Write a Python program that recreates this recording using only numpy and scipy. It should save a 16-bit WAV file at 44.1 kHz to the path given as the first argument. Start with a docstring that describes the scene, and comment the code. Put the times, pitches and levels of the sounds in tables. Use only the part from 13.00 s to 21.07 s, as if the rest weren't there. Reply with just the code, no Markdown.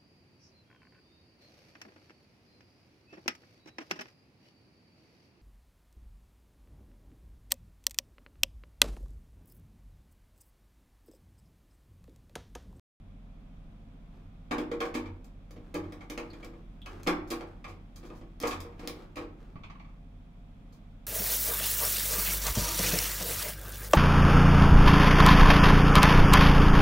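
"""A motor hums throughout as metal-cased batteries go into the plastic holder of a wall-mounted water heater.
A first scrape at 1.1 s leads to bursts of knocks from 1.5 s, as the casing panel booms in slow swells.
From about 3 s steel cans glint and two squeaks sound amid more scrapes, clatter and small contact ticks.
Something hard rocks to rest after 6.5 s, and one faint tick follows at 7.7 s, all in a small tiled room.
Chattering contact forces drive plastic, metal and room responses; stick-slip clicks make the scrapes."""
import sys
import numpy as np
from scipy import signal
from scipy.fft import rfft, irfft, next_fast_len
from scipy.io import wavfile
from scipy.ndimage import uniform_filter1d

SR = 44100
rng = np.random.default_rng(int(sys.argv[2]) if len(sys.argv) > 2 else 0)


def inscribe(sig):
    """Save sig as 16-bit PCM at rate SR to the path in sys.argv[1].

    A 1-D sig is mono; a 2-D sig holds one channel per row.
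    Samples are clipped to [-1, 1] before scaling.
    """
    pcm = np.round(np.clip(np.atleast_2d(sig).T, -1, 1) * 32767)
    wavfile.write(sys.argv[1], SR, pcm.astype(np.int16))


N = 355754
TIME = np.arange(N) / SR
RING = TIME[:SR]  # one second of time for each ringing sound
EARLY = int(.027 * SR)  # early part of the room's response, 27 ms [samples]


def undb(db):
    """Decibels to gain."""
    return 10 ** (np.asarray(db) / 20)


def at(points, hz):
    """Reads (frequency, value) points on a log-frequency axis."""
    f, value = np.transpose(points)
    return np.interp(np.log(np.maximum(hz, 1)), np.log(f), value)


def add(out, s, sound):
    """Mixes a sound in at time s."""
    i = int(s * SR)
    out[..., i:i + sound.shape[-1]] += sound[..., :N - i]


def response(points, size=2048):
    """Minimum-phase impulse response with the given (frequency, dB) colour."""
    log_gain = np.log(undb(at(points, np.fft.rfftfreq(size, 1 / SR))))
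    cepstrum = irfft(log_gain)
    cepstrum[1:size // 2] *= 2  # folding the cepstrum makes the response causal
    cepstrum[size // 2 + 1:] = 0
    return irfft(np.exp(rfft(cepstrum)))


def convolve(x, h):
    """Convolution along time, cut to the length of x."""
    return signal.fftconvolve(np.atleast_2d(x), np.atleast_2d(h))[:, :x.shape[-1]]


def unit(x):
    """Scales to unit energy."""
    return x / np.sqrt(np.sum(x ** 2))


def decay(t60):
    """Exponential decay that falls 60 dB in t60 seconds."""
    return np.exp(-np.log(1000) * RING / t60)


def walk(rate):
    """Smooth random wander with a spread near 1, from fresh values drawn at the given rate [Hz]."""
    k = int(SR / rate)
    steps = np.repeat(rng.standard_normal(N // k + 1), k)
    return 1.3 * uniform_filter1d(uniform_filter1d(steps, k), k)[:N]


def diffuse(size, wide_hz=850):
    """Spectrum of a diffuse field at two close microphones: the bass is alike in both."""
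    hz = np.fft.rfftfreq(size, 1 / SR)
    mid, side = rfft(rng.standard_normal((2, size)))
    width = np.clip(hz / wide_hz, .2, 1) ** 0.91
    return hz, (mid + np.array([[1], [-1]]) * width * side) / np.sqrt(1 + width ** 2)


# colour of the room noise: (frequency [Hz], relative density [dB per Hz])
NOISE_COLOUR = [(20, -8.5), (45, -9), (65, -17.5), (100, -10), (125, -28), (170, -15), (260, -18),
                (360, -29.5), (720, -32), (1250, -35), (1800, -41.5), (2450, -39.5), (2900, -44.5),
                (3350, -41.5), (4200, -50.5), (8000, -58.5), (15000, -63)]
NOISE_DB = -55


def air():
    """Quiet, dark room noise: a diffuse random field with a falling spectrum."""
    hz, field = diffuse(next_fast_len(N))
    noise = irfft(field * undb(at(NOISE_COLOUR, hz)) * (hz > 15))[:, :N]
    return noise / noise.std() * undb(NOISE_DB + .5 * walk(2.4))


# harmonics of the motor's shaft: (multiple of the shaft rate, level before waver [dB])
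HUM = [(2, -59), (3, -52), (4, -95), (7, -62.5), (11, -82), (12, -58.5), (16, -67.5), (34, -83.5),
       (40, -79), (45, -81.5), (51, -77.5), (58, -81)]
SHAFT_HZ = 13.6


def motor(whirr_db=-59, swing_hz=68, waver_db=1, throb=0.31, order=15):
    """Shaft harmonics, and a whirr whose pitch and level rise and fall once a turn."""
    turn = 2 * np.pi * np.cumsum(SHAFT_HZ * (1 + 0.0011 * walk(2.077))) / SR
    lines = 0
    for k, db in HUM:
        k = round(k)
        lines = lines + undb(db + waver_db * walk(2.76)) * np.sin(k * turn + k ** 2)  # k ** 2 spreads the phases
    whirr = np.sin(order * turn + swing_hz / SHAFT_HZ * np.sin(turn)) * (1 - throb * np.cos(turn))
    return np.sqrt(2) * (lines + undb(whirr_db + waver_db * walk(65)) * whirr)


# the hand presses on the casing and its large panel booms: (time of the peak [s], level [dB])
PRESSES = [(1.68, -55.5), (2.12, -42.5), (2.87, -44.5), (3.97, -52), (4.23, -50), (4.73, -51), (5.6, -42.5),
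           (6.3, -54)]
PRESS_RISE_S, PRESS_FALL_S, PANEL_REST_DB = 0.063, 0.052, -64.5


def panel(panel_hz=91, waver=0.0241):
    """The casing panel's lowest mode, wavering in pitch, swells as the hand works against it."""
    swell = undb(PANEL_REST_DB)
    for s, db in PRESSES:
        swell = swell + undb(db) * np.exp(np.minimum((TIME - s) / PRESS_RISE_S, (s - TIME) / PRESS_FALL_S))
    pitch = panel_hz * (1 + waver * walk(9.8))
    return np.sqrt(2) * swell * np.sin(2 * np.pi * np.cumsum(pitch) / SR)


# decay of the tiled room: (frequency [Hz], t60 [s])
ROOM_T60 = [(150, 1), (400, 0.9), (1000, 0.62), (2800, 0.39), (7000, 0.22), (14000, 0.23)]


def room(build_s=0.00035, early=1.0, early_s=0.039, grain_db=3, grain_s=0.025, size=18):
    """A diffuse tail that decays at its own rate in each band, stronger and grainier at first."""
    hz, field = diffuse(SR)
    centres = np.log([f for f, _ in ROOM_T60])
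    tail = 0
    for pick, (_, t60) in zip(np.eye(len(centres)), ROOM_T60):
        band = irfft(field * np.interp(np.log(hz + 1), centres, pick), SR)
        tail = tail + band * decay(t60)
    # early echoes differ in strength, in grains of a few samples
    spread = np.log(undb(grain_db)) * np.exp(-RING / grain_s)
    grains = np.repeat(rng.standard_normal(SR), size)[:SR]
    tail *= np.exp(spread * grains - spread ** 2)
    tail *= (1 - np.exp(-RING / build_s)) * (1 + early * np.exp(-RING / early_s))
    return tail / np.sqrt(np.sum(tail[:, :EARLY] ** 2, axis=1, keepdims=True))


def contact(ms, first=2, rise=0.25, size=2048):
    """Force of one contact: a first touch, then a spray of dying micro-bounces, a few of them strong."""
    age = RING[:size] * 1000 / max(ms, .1)  # in chatter times
    bounces = rng.choice([-1, 1], size) * rng.random(size) ** 12
    force = unit(bounces * (1 - np.exp(-age / rise)) * np.exp(-age))
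    force[0] += first / np.sqrt(1 + abs(ms))
    return unit(force)


# taps of a hard object rocking to rest: (time [s], relative level [dB], hardness [dB per octave])
TAPS = [(6.556, -47, -4.5), (6.635, -47.5, 1.5), (6.699, -52, 3), (6.752, -57, -1), (6.797, -54.5, 1),
        (6.846, -59, 1.5), (6.888, -64, 0)]
# colour of each tap: (frequency [Hz], relative level [dB])
ROCKING_COLOUR = [(200, 2.5), (600, -11), (850, -1.5), (980, -5), (1130, 6.5), (1400, -9), (1900, -10),
                  (2250, -1.5), (2650, -8.5), (3200, -11), (4200, -20.5), (6500, -29), (12000, -59)]
# modes of the rocking object: (nominal frequency [Hz], relative level [dB], t60 [s])
ROCKING_MODES = [(840, -18, .15), (1135, -9, .15), (2280, -8, .12), (4770, -23, .08)]
# knocks: weight acts fully below the first frequency;
# in knocks and taps, hardness tilts all treble above the second
WEIGHT_HZ, HARDNESS_HZ = 366, 974


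def rocking(ring_db=-10, chatter_ms=1.6, shift=0.014):
    """Light hollow taps, roughly closer and closer together, each ringing at a slightly different pitch."""
    out = np.zeros(N)
    for s, db, hardness in TAPS:
        pitch = 1 + shift * rng.standard_normal()
        ring = 0
        for hz, mode_db, t60 in ROCKING_MODES:
            ring = ring + undb(mode_db) * np.sin(2 * np.pi * hz * pitch * RING) * decay(t60)
        colour = [(hz, band_db + hardness * np.log2(max(hz / HARDNESS_HZ, 1)))
                  for hz, band_db in ROCKING_COLOUR]
        tap = unit(signal.fftconvolve(contact(chatter_ms), response(colour)))
        add(out, s, undb(db) * np.sqrt(EARLY) * tap)
        add(out, s, undb(db + ring_db) * ring)
    return out


# a battery's steel can rings when its rim is caught: (time [s], lowest mode [Hz], relative level [dB])
CAN_RINGS = [(3.099, 5200, -55), (4.305, 4750, -47), (5.401, 5240, -50), (5.473, 4760, -47),
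             (5.604, 4760, -57), (5.875, 5140, -49.5)]
# modes of the can, in close pairs: (multiple of the lowest, relative level [dB], t60 [s])
CAN_MODES = [(1, -1.5, 0.13), (1.04, 3, .08), (2.8, -11, .09), (2.89, -11, .11)]


def cans(rise_s=0.00042):
    """The short, bright glint of a steel can; its close pairs of modes beat together."""
    out = np.zeros(N)
    for s, hz, db in CAN_RINGS:
        ring = 0
        for ratio, mode_db, t60 in CAN_MODES:
            mode = np.sin(2 * np.pi * (hz * ratio * RING + rng.random()))
            ring = ring + undb(mode_db) * mode * decay(t60)
        add(out, s, undb(db) * ring * (1 - np.exp(-RING / rise_s)))
    return out


# short squeaks of metal on plastic: (time [s], starting pitch [Hz], relative level [dB], t60 [s])
SQUEAKS = [(3.303, 4300, -56.5, 0.098), (3.818, 3390, -51, 0.06)]


def squeaks(click_db=9, click_ms=5):
    """Brief rough chirps that start with a tick and sag in pitch as the slip slows."""
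    rough, fall_per_s = .06, .35
    out = np.zeros(N)
    for s, hz, db, t60 in SQUEAKS:
        pitch = hz * (1 + rough * walk(1500)[:SR]) * np.exp(-fall_per_s * RING)
        chirp = np.sin(2 * np.pi * np.cumsum(pitch) / SR) * decay(t60)
        add(out, s, 2 * undb(db) * chirp)
        add(out, s, undb(db + click_db) * contact(click_ms))
    return out


def envelope(start, hold, attack_s, release_s):
    """Rises from the start, holds, then dies away."""
    age = np.maximum(TIME - start, 0)
    return (1 - np.exp(-age / attack_s)) * np.exp(-np.maximum(age - hold, 0) / release_s)


# a battery is slid against the plastic: (start [s], length before release [s], relative level [dB])
STROKES = [(1.085, 0.039, -60.5), (2.57, 0.79, -63.5), (3.295, 0.48, -72.5), (3.864, 0.11, -53),
           (4.22, 0.34, -61), (4.98, 0.16, -57.5), (5.395, 0.18, -49), (5.77, 0.23, -54),
           (6.362, 0.076, -62)]
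# colour of the rubbing: (frequency [Hz], relative level [dB])
SLIDE_COLOUR = [(100, -12.5), (330, 11.5), (600, -1), (1100, 1.5), (2400, -11), (4500, -17), (9000, -27.5),
                (15000, -33)]
STROKE_ATTACK_S, STROKE_RELEASE_S = 0.057, 0.08


def sliding(slips_per_s=1500, spread_db=4.0, uneven_db=4.0):
    """Stick-slip clicks, random in time, sign and strength, as a battery is eased along the holder."""
    clicks = (rng.random(N) < slips_per_s / SR) * rng.choice([-1, 1], N)
    slips = clicks * undb(spread_db * rng.standard_normal(N))
    rub = convolve(slips, response(SLIDE_COLOUR))[0]
    effort = sum(undb(db) * envelope(s, length, STROKE_ATTACK_S, STROKE_RELEASE_S)
                 for s, length, db in STROKES)
    return rub / rub.std() * effort * undb(uneven_db * walk(30))


# a battery or the lid strikes the holder: (time [s], relative level [dB], weight in the bass [dB],
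# hardness [dB per octave], chatter [ms], frequency favoured by the struck spot [Hz])
KNOCKS = [(1.51, -31.5, -4.5, -5, 4, 247), (1.517, -38.5, -7, -3.5, 1.4, 247),
          (1.527, -31, -17, -15.5, 3.3, 1075), (1.582, -40.5, 4.5, -2.5, 2.1, 247),
          (1.715, -40, 2, -4.5, 2.1, 473), (1.804, -35, -7.5, -3, 2.5, 1075),
          (1.813, -31.5, -10, -10, 8.3, 473), (1.826, -42.5, -4, -7, 1.9, 613),
          (1.852, -48, 1, -2, 2.9, 505), (1.942, -44, 0, -1.5, 1.9, 2285), (1.951, -40, 3.5, -2, 6.3, 247),
          (2.056, -50, -5, -5, 6.7, 2285), (2.748, -41, 6.5, -2.5, 5.5, 835),
          (2.838, -55, 5, -5.5, 3.3, 3220), (2.923, -55, 8.5, -0.5, 1.4, 734),
          (3.007, -50, -9, -4.5, 4.6, 2285), (3.0993, -49, 4.5, 1.5, 1.54, 1870),
          (3.177, -38.5, -1.5, -3, 1.2, 2540), (3.213, -52.5, -0.5, -11, 5.9, 1355),
          (3.333, -55, 5, -2.5, 1.6, 2410), (3.428, -51.5, -3, -3, 4.3, 2285),
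          (3.534, -59, 4.5, -7.5, 2.5, 2410), (3.86, -44.5, -12.5, -3, 1.9, 2540),
          (4.065, -38, -0.5, -5.5, 2.1, 179), (4.0722, -31.5, 1, -1.2, 1.6, 785),
          (4.078, -28.5, -5, -6.5, 2, 179), (4.092, -41, -11, -7, 5, 1355),
          (4.107, -39.5, -1, -14, 1.7, 935), (4.305, -48, 8.5, 3, 6.6, 4755),
          (4.314, -38.5, -3, -3.5, 2.9, 247), (4.409, -44, -1.5, -5, 1.14, 1355),
          (4.643, -42.5, -18, -5, 1.9, 2410), (4.68, -55.5, 3.5, -0.5, 14, 935),
          (5.029, -61, 7, -2.5, 5, 1730), (5.104, -52.5, -3, -10, 1.6, 1245),
          (5.413, -50.5, 3, 0.5, 7.4, 302), (5.435, -29, -6.5, -7, 1.44, 473),
          (5.452, -40.5, -9, -2.5, 4.4, 1145), (5.472, -38.5, -2, -7, 3.1, 473),
          (5.51, -36.5, -28, -2.5, 1.7, 2540), (5.522, -46.5, -15, -1, 4, 1145),
          (5.648, -53.5, -5, -6, 3, 473), (5.723, -59, -7, -6.5, 3, 2410),
          (5.793, -52.5, -2, -1.5, 3.8, 302), (5.875, -49.5, 3.5, 3, 1, 1145),
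          (6.158, -53.5, 1, 0.5, 1.8, 2410), (6.168, -41.5, 0, -3.5, 6.9, 1145)]
# a metal end touches a spring contact: (time [s], relative level [dB], chatter [ms])
TICKS = [(1.95, -54, 0.84), (2.244, -67.5, 2.3), (2.509, -65.5, 1.6), (2.744, -54, 0.77),
         (3.447, -60.5, 1.1), (4.033, -59, 0.74), (4.273, -65, 12), (4.304, -52, 1.1), (4.959, -59, 3.5),
         (5.05, -66, 14), (5.15, -69, 24), (5.402, -51.5, 0.64), (5.415, -57, 0.53), (5.427, -51, 0.56),
         (5.473, -45, 1.7), (5.48, -53.5, 0.7), (5.604, -53.5, 1.6), (5.8748, -47.5, 0.92),
         (7.723, -69.5, 14)]
# fingers and soft pushes bump the holder: (time [s], relative level [dB], chatter [ms])
BUMPS = [(2.508, -53.5, 4.1), (2.563, -50.5, 11), (2.742, -38.5, 3.5), (3.453, -47, 4.2), (4.098, -46, 4.1),
         (5.102, -48.5, 2.2), (5.213, -51, 8.1), (5.831, -43.5, 26), (6.215, -44, 15)]
# force of each kind of contact: (frequency [Hz], relative level [dB per octave band])
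KNOCK_FORCE = [(1100, 1), (3500, 3.5), (9500, -11), (14000, -9)]
TICK_FORCE = [(360, -4), (1100, 0), (2800, -2), (4400, 6.5), (9500, -4.5), (14000, -0.5)]
BUMP_FORCE = [(360, 1.5), (1100, -10), (3500, -11.5), (9500, -33.5)]
# straight sound over sound sent into the room: a snap of 1 ms or less, the loss per doubling of chatter, a bump
SNAP_DIRECT_DB, DIRECT_LOSS_DB, BUMP_DIRECT_DB = -3, 8.5, -1
TICK_DIRECT_DB = 3  # spring contacts are more direct still


def blows():
    """Every contact as (s, force spectrum, chatter ms, direct dB, favoured Hz); weight and hardness tilt knocks."""
    hz = np.geomspace(360, 14000, 10)
    bass = at([(WEIGHT_HZ, 1), (HARDNESS_HZ, 0)], hz)
    octaves = np.maximum(np.log2(hz / HARDNESS_HZ), 0)

    def force(colour, db):
        return np.column_stack([hz, at(colour, hz) + db])

    def direct_db(ms):
        return SNAP_DIRECT_DB - DIRECT_LOSS_DB * np.log2(max(ms, 1))

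    knocks = [(s, force(KNOCK_FORCE, db + weight * bass + hardness * octaves), ms, direct_db(ms), spot_hz)
              for s, db, weight, hardness, ms, spot_hz in KNOCKS]
    ticks = [(s, force(TICK_FORCE, db), ms, direct_db(ms) + TICK_DIRECT_DB, None) for s, db, ms in TICKS]
    bumps = [(s, force(BUMP_FORCE, db), ms, BUMP_DIRECT_DB, None) for s, db, ms in BUMPS]
    return knocks + ticks + bumps


# modes of casing and holder: (nominal frequency [Hz], level relative to the blow [dB])
MODES = [(179, -9.5), (247, -5.5), (302, 2), (334, 0), (374, -8), (473, 0.5), (505, -6.5), (558, -11),
         (613, -7), (734, -10.5), (785, -11), (835, -11.5), (935, -31), (982, -11.5), (1075, -12.5),
         (1102, -6.5), (1145, -8), (1190, -11), (1245, -8.5), (1355, -10), (1620, -18), (1730, -10.5),
         (1870, -11), (2130, -18), (2235, -10.5), (2285, -5.5), (2410, -8), (2540, -10.5), (3220, -7),
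         (4755, -8)]
# the sheet metal rings longest in the low middle: (frequency [Hz], nominal t60 [s])
MODE_T60 = [(180, .42), (300, .48), (480, .36), (1100, .3), (1700, .21), (2400, .15), (4800, .14)]


def casing(ring_db=-2.0, favour_db=9.5, scatter_db=2.5, grip_detune=0.0113, rise_s=0.0016, wide_hz=900):
    """Every blow rings the same modes, in a mix set by its force, chance and any favoured spot."""
    out = np.zeros((2, N))
    hz, mode_db = np.transpose(MODES)
    t60 = at(MODE_T60, hz)
    held = hz > 1200
    rings = np.exp((2j * np.pi * hz[:, None] - np.log(1000) / t60[:, None]) * RING)
    rings = rings * (1 - np.exp(-RING / rise_s))
    # short waves reach the two microphones with different phases
    phase = np.minimum(hz / wide_hz, 1) ** 2 * (2 * rng.random(len(hz)) - 1)
    ports = np.exp(1j * np.outer([1, -1], phase))
    ports = ports * np.exp(2j * np.pi * rng.random(len(hz)))  # each mode has its own path through the air
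    for s, force, _, _, spot_hz in blows():
        blow_db = at(force, hz) + scatter_db * rng.standard_normal(len(hz))
        if spot_hz:
            blow_db[np.argmin(abs(hz - spot_hz))] += favour_db
        weights = ports * undb(blow_db + mode_db + ring_db)
        add(out, s, ((weights * ~held) @ rings).imag)
        # the upper modes belong to parts in the hand: each grip detunes them a little
        stretch = 1 + grip_detune * rng.standard_normal()
        upper = ((weights * held) @ rings).imag
        add(out, s, np.array([np.interp(RING * stretch, RING, ring) for ring in upper]))
    return out


# colour of the dense, quickly damped plastic clatter: (frequency [Hz], relative level [dB])
CLATTER_COLOUR = [(60, -13), (140, -32), (300, -3.5), (600, -7), (1100, -1.5), (1550, -6), (2350, 0),
                  (2850, -4.5), (4000, -4), (5200, 1), (8500, 4), (9350, 3), (10300, 3.5), (14200, 0.5),
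                  (16000, -2)]


def clatter(clatter_db=-2.14):
    """The plastic holder's broad response to each contact, as sent into the room and straight to the microphones."""
    out = np.zeros((2, N))
    for s, force, ms, direct_db, _ in blows():
        hz, band_db = force.T
        # from octave-band level to spectral density, over the early part of the room's response
        colour = np.column_stack([hz, band_db + 10 * np.log10(EARLY * SR / 2 / hz)])
        burst = signal.fftconvolve(contact(ms), response(colour))
        add(out, s, np.outer(unit(undb([0, direct_db])), burst))
    return undb(clatter_db) * convolve(out, response(CLATTER_COLOUR))


def scene(rub_room_db=-4, rub_direct_db=-2, rocking_db=-1, can_room_db=-6):
    """Handling noises in the room, over the hum; the rocking object is heard only by way of the walls."""
    into_room, straight = clatter()
    rubbing = sliding() + squeaks()
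    glints = cans()
    sent = into_room + undb(rub_room_db) * rubbing + undb(can_room_db) * glints
    echoes = convolve(sent, room())
    corner = undb(rocking_db) * convolve(rocking(), room(early=1.2, early_s=0.032))
    direct = straight + glints + undb(rub_direct_db) * rubbing
    return air() + motor() + panel() + corner + echoes + direct + casing()


TOP_HZ = 15600


def record(dry, balance_db=-0.63):
    """The left microphone is slightly weaker; a steep low-pass cuts the top."""
    gains = undb(np.array([[balance_db], [-balance_db]]) / 2)
    low_pass = signal.ellip(8, .2, 70, TOP_HZ, fs=SR, output="sos")
    return signal.sosfilt(low_pass, dry * gains)


dry = scene()
out = record(dry)
inscribe(out)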